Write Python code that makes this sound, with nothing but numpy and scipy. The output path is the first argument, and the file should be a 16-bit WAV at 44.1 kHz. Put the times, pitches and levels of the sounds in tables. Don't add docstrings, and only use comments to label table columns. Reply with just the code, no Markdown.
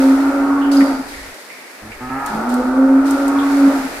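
import sys
import numpy as np
from scipy import signal
from scipy.fft import rfft, irfft
from scipy.io import wavfile

SR = 44100
rng = np.random.default_rng(int(sys.argv[2]) if len(sys.argv) > 2 else 0)


def inscribe(sig):
    pcm = np.round(np.clip(np.atleast_2d(sig).T, -1, 1) * 32767)
    wavfile.write(sys.argv[1], SR, pcm.astype(np.int16))


N = 176400
T = np.arange(N + SR // 2) / SR
VOICE_WANDER_HZ, FADE_S = 60.21, 0.017


def amp(db):
    return 10 ** (np.asarray(db) / 20)


def unit(x):
    return x / np.sqrt(np.mean(x ** 2) + 1e-20)


def curve(points):
    return np.interp(T, *np.transpose(points))


def read(points, hz):
    f, value = np.transpose(points)
    return np.interp(np.log(hz + 1), np.log(f), value)


def gate(t, start, end, rise=FADE_S, fall=FADE_S):
    return np.clip((t - start) / rise, 0, 1) * np.clip((end - t) / fall, 0, 1)


def bins(x):
    return np.fft.rfftfreq(x.shape[-1], 1 / SR)


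def colour(x, points):
    return unit(irfft(rfft(x) * amp(read(points, bins(x))), x.shape[-1]))


def wander(size, hz=VOICE_WANDER_HZ):
    x = rng.standard_normal(size)
    return unit(irfft(rfft(x) / (1 + (bins(x) / hz) ** 4), size))


def resonate(x, hz, width_hz):
    b, a = signal.iirpeak(hz, hz / width_hz, SR)
    return signal.lfilter(b, a, signal.lfilter(b, a, x))


def widen(pair, likeness):
    same = np.clip(read(likeness, bins(pair)), -1, 1)
    mid, side = rfft(pair) * np.sqrt([(1 + same) / 2, (1 - same) / 2])
    return irfft([mid + side, mid - side], pair.shape[-1])


def add(mix, start_s, sound):
    part = mix[..., round(start_s * SR):][..., :sound.shape[-1]]
    part += sound[..., :part.shape[-1]]


def grains(per_s, spread_db):
    shape = (2, len(T))
    sizes = amp(spread_db * np.minimum(rng.exponential(1, shape), 5))
    return sizes * rng.choice([-1, 1], shape) * (rng.random(shape) < per_s / SR)


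def churn(cycles=7, glide=0.026, wash_db=-2):
    # frequency_hz, level_db
    tone = [(70, -34), (220, -3), (600, -1), (1050, -5.5), (1800, -1), (2500, -7.5), (3300, -22.5)]
    # time_s, level_db
    loudness = [(0, -30), (.55, -35), (1.25, -36), (1.46, -39.5), (1.95, -37.5), (2.2, -32), (2.75, -39.5),
                (3.55, -30)]
    # frequency_hz, likeness (0-1)
    likeness = [(600, 0.7), (1700, 0.08)]
    bubbles = np.zeros((2, len(T)))
    for hz in np.geomspace(250, 3000, 30):
        age = np.arange(0, 4, hz / cycles / SR)
        ring = np.exp(-age) * np.sin(2 * np.pi * cycles * age * (1 + glide * age / 2))
        births = grains(per_s=260, spread_db=3.0)
        bubbles += np.sqrt(hz) * unit(signal.oaconvolve(births, ring[None], axes=1)[:, :len(T)])
    wash = amp(wash_db) * colour(rng.standard_normal(bubbles.shape), tone)
    water = unit(colour(bubbles, tone) + wash)
    return widen(water, likeness) * amp(curve(loudness))


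def spray(hiss_db=-45.5, click_share=0.34):
    # frequency_hz, level_db
    tone = [(300, -42.5), (2300, -1.5), (4700, 3), (6000, -1), (11500, -3.5), (15500, -15.5)]
    # start_s, level_db, rise_s, decay_s
    splashes = [(0, -33.5, 0.0039, 0.32), (0.713, -31, 0.0031, 0.22), (1.057, -38.5, .03, 0.53),
                (2.261, -37.5, .004, 0.2), (2.493, -38.5, .008, 0.18), (3.04, -35.5, 0.026, 0.42),
                (3.33, -36.5, 0.19, 4.2)]
    droplets = np.sqrt(click_share) * unit(grains(per_s=2500, spread_db=3.5))
    fizz = droplets + np.sqrt(1 - click_share) * rng.standard_normal((2, len(T)))
    power = amp(hiss_db) ** 2
    for start, db, rise, decay in splashes:
        cloud = np.clip((T - start) / rise, 0, 1) * np.exp(-np.maximum(T - start - rise, 0) / decay)
        power += (amp(db) * cloud) ** 2
    return colour(fizz, tone) * np.sqrt(power)


def drops(decay_s=0.0076):
    # start_s, level_db
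    hits = [(.716, -35), (2.261, -26.5), (2.493, -33), (2.540, -29), (3.108, -24), (3.28, -26.5)]
    tone = [(1500, -17), (8500, 4.5), (16000, -7.5)]  # frequency_hz, level_db
    out, t = np.zeros((2, len(T))), np.arange(SR) / SR
    for start, db in hits:
        crack = colour(rng.standard_normal((2, len(t))), tone)
        add(out, start, amp(db) * crack * np.exp(-t / decay_s))
    return out


def slaps(rise_s=0.0028):
    # start_s, level_db, pitch_hz, decay_s
    hits = [(0.612, -35.5, 3000, 0.07), (.716, -32, 4750, .03), (.768, -26, 4860, .013),
            (.78, -36, 4730, 0.16), (.806, -21, 1990, 0.02), (.865, -34.5, 1990, .08),
            (1.13, -35.5, 1970, 0.19), (1.495, -36.5, 2170, 0.19), (1.917, -30.5, 2280, 0.023),
            (3.385, -34, 3470, 0.043)]
    out, t = np.zeros((2, len(T))), np.arange(SR) / SR
    for start, db, hz, decay in hits:
        ring = unit(resonate(rng.standard_normal((2, len(t))), hz, width_hz=490))
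        add(out, start, amp(db) * ring * np.minimum(t / rise_s, 1) * np.exp(-t / decay))
    return out


def rumble(level_db=-44, start_s=1.81, end_s=4.2):
    # frequency_hz, level_db
    tone = [(15, -10), (35, -3.5), (62, -6.5), (170, -23), (400, -80)]
    return amp(level_db) * colour(rng.standard_normal(len(T)), tone) * gate(T, start_s, end_s)


def echo(x):
    # frequency_hz, fade_s
    fade_times = [(250, 1), (2000, 0.66)]
    # frequency_hz, likeness (0-1)
    likeness = [(640, 0.88), (1290, 0.19), (2400, 0)]
    hz, t, noise = signal.stft(rng.standard_normal((2, SR)), SR, nperseg=256)
    fade = amp(-60 * t / read(fade_times, hz)[:, None])
    tail = signal.istft(noise * fade, SR, nperseg=256)[1]
    tail = widen(tail / np.linalg.norm(tail[0]), likeness)
    return signal.fftconvolve(x[None], tail, axes=1)[:, :len(x)]


def vocal_folds(cycles, rough, puff_cycles=0.34):
    pulses = sum(np.cos(2 * np.pi * k * cycles) for k in range(1, 24))
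    puffs = np.exp(-(cycles % 1) / puff_cycles) * rng.standard_normal(len(cycles))
    return unit((1 - rough) * unit(pulses) + rough * unit(puffs))


def grunts(length_s=0.112, glide_hz_per_s=57.2, jitter=0.014):
    # start_s, chest_db, throat_db, start_hz, roughness (0-1)
    events = [(1.813, -37.5, -45, 106.1, 0.52), (1.999, -30.5, -30.5, 123.8, 0.2),
              (2.092, -26, -26, 130.5, 0.1), (2.19, -34.5, -23, 136.1, 0.64)]
    # pitch_hz, width_hz, level_db
    chest_rings = [(111, 45, -11.5), (255, 102, -4)]
    # pitch_hz, width_hz, level_db
    throat_rings = [(850, 193, -2), (1283, 100, 0), (1702, 100, -4.5)]
    chest, throat = np.zeros((2, len(T)))
    t = np.arange(0, length_s, 1 / SR)
    fade = gate(t, 0, length_s, rise=0.016, fall=0.023)
    for start, chest_db, throat_db, start_hz, rough in events:
        pitch_hz = (start_hz + glide_hz_per_s * t) * (1 + jitter * wander(len(t)))
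        buzz = vocal_folds(np.cumsum(pitch_hz) / SR, rough)
        for part, part_db, rings in (chest, chest_db, chest_rings), (throat, throat_db, throat_rings):
            ringing = sum(amp(db) * resonate(buzz, hz, width) for hz, width, db in rings)
            add(part, start, amp(part_db) * unit(ringing) * fade)
    return chest, throat


def rasp(pitch_hz, rough, jitter=0.09, mouth_width_hz=290, mouth_db=-11.5):
    # frequency_hz, level_db
    throat_tone = [(150, -34), (240, 8), (440, -0.5), (720, 0.5), (930, 5.5), (1040, -4.5), (1240, 2.5),
                   (1470, 3.5), (1620, -9), (2600, -27.5), (3300, -76)]
    # time_s, pitch_hz
    mouth_pitch = [(2.28, 860), (2.55, 660)]
    # time_s, level_db
    loudness = [(2.27, -23.5), (2.6, -23.5), (3.3, -23), (3.55, -25), (3.68, -20.5), (3.8, -29)]
    rattle_hz = pitch_hz / 2 * (1 + jitter * wander(len(T)))
    rattle = vocal_folds(np.cumsum(rattle_hz) / SR, rough=0.6)
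    sweep = np.exp(2j * np.pi * np.cumsum(curve(mouth_pitch)) / SR)
    band = signal.lfilter(*signal.butter(2, mouth_width_hz / 2, fs=SR), rattle / sweep)
    mouth = unit((sweep * band).real)
    growl = rough * amp(mouth_db) * mouth + colour(rattle, throat_tone)
    return growl * amp(curve(loudness)) * gate(T, loudness[0][0], loudness[-1][0])


def overtones(cycles, flutter_db=3.3):
    # peak_s, half_length_s, multiple of the pitch, level_db
    blooms = [(2.609, .04, 2, -23), (2.848, 0.12, 2, -25), (3.213, 0.087, 2, -27.5),
              (3.218, 0.22, 5, -34.5), (3.402, 0.1, 4, -30), (3.656, 0.1, 2, -28)]
    tones = sum(amp(db) * np.exp(-((T - peak) / half) ** 2) * np.sin(2 * np.pi * round(k) * cycles)
                for peak, half, k, db in blooms)
    return np.sqrt(2) * tones * amp(flutter_db * wander(len(T)))


def hoot(cycles, rough, shimmer=0.47, catch_s=0.014):
    # time_s, level_db
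    loudness = [(2.29, -28.5), (2.37, -20), (2.44, -25.5), (2.54, -14.5), (2.745, -17), (2.79, -9.5),
                (2.96, -10), (3.2, -15.5), (3.47, -15.5), (3.6, -12), (3.665, -5.5), (3.73, -15.5),
                (3.88, -22.5)]
    # time_s, depth_db
    catches = [(2.419, 10), (2.627, 12), (2.88, 4), (3.024, 5.5), (3.178, 17), (3.715, 8), (3.831, 9)]
    tone = np.sqrt(2) * np.sin(2 * np.pi * cycles) * (1 + shimmer * rough * wander(len(T)))
    dip_db = sum(depth * np.exp(-((T - time) / catch_s) ** 2) for time, depth in catches)
    return tone * amp(curve(loudness) - dip_db) * gate(T, loudness[0][0], loudness[-1][0])


def bellow(jitter=0.03):
    # time_s, pitch_hz
    melody = [(2.39, 218.3), (2.47, 242.4), (2.64, 252.5), (2.8, 265), (3.2, 276.6), (3.58, 279.4),
              (3.88, 265.8)]
    # time_s, roughness (0-1)
    roughness = [(2.38, 0.92), (2.52, 0.1), (3.6, .08), (3.85, 0.78)]
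    rough = curve(roughness)
    pitch_hz = curve(melody) * (1 + jitter * rough * wander(len(T)))
    cycles = np.cumsum(pitch_hz) / SR
    tone, growl = hoot(cycles, rough), rasp(pitch_hz, rough)
    return tone + overtones(cycles), growl


def call(growl_db=-6, throat_db=-2, body_echo_db=-19.5, growl_echo_db=-1, throat_echo_db=-3):
    chest, throat = grunts()
    tone, growl = bellow()
    body = tone + chest
    direct = body + amp(growl_db) * growl + amp(throat_db) * throat
    to_echo = amp(body_echo_db) * body + amp(growl_echo_db) * growl + amp(throat_echo_db) * throat
    balance = amp([[-0.5], [0.5]])
    return direct * balance + echo(to_echo) + rumble()


def scene(earlier_s=2.854):
    voice = call()
    mix = voice + churn() + spray() + drops() + slaps()
    add(mix, 0, voice[:, round(earlier_s * SR):])
    return mix[:, :N]


def record(dry, cutoff_hz=15600):
    lowpass = signal.firwin(511, cutoff_hz, window=("kaiser", 9), fs=SR)
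    return signal.oaconvolve(dry, lowpass[None], "same")


dry = scene()
out = record(dry)
inscribe(out)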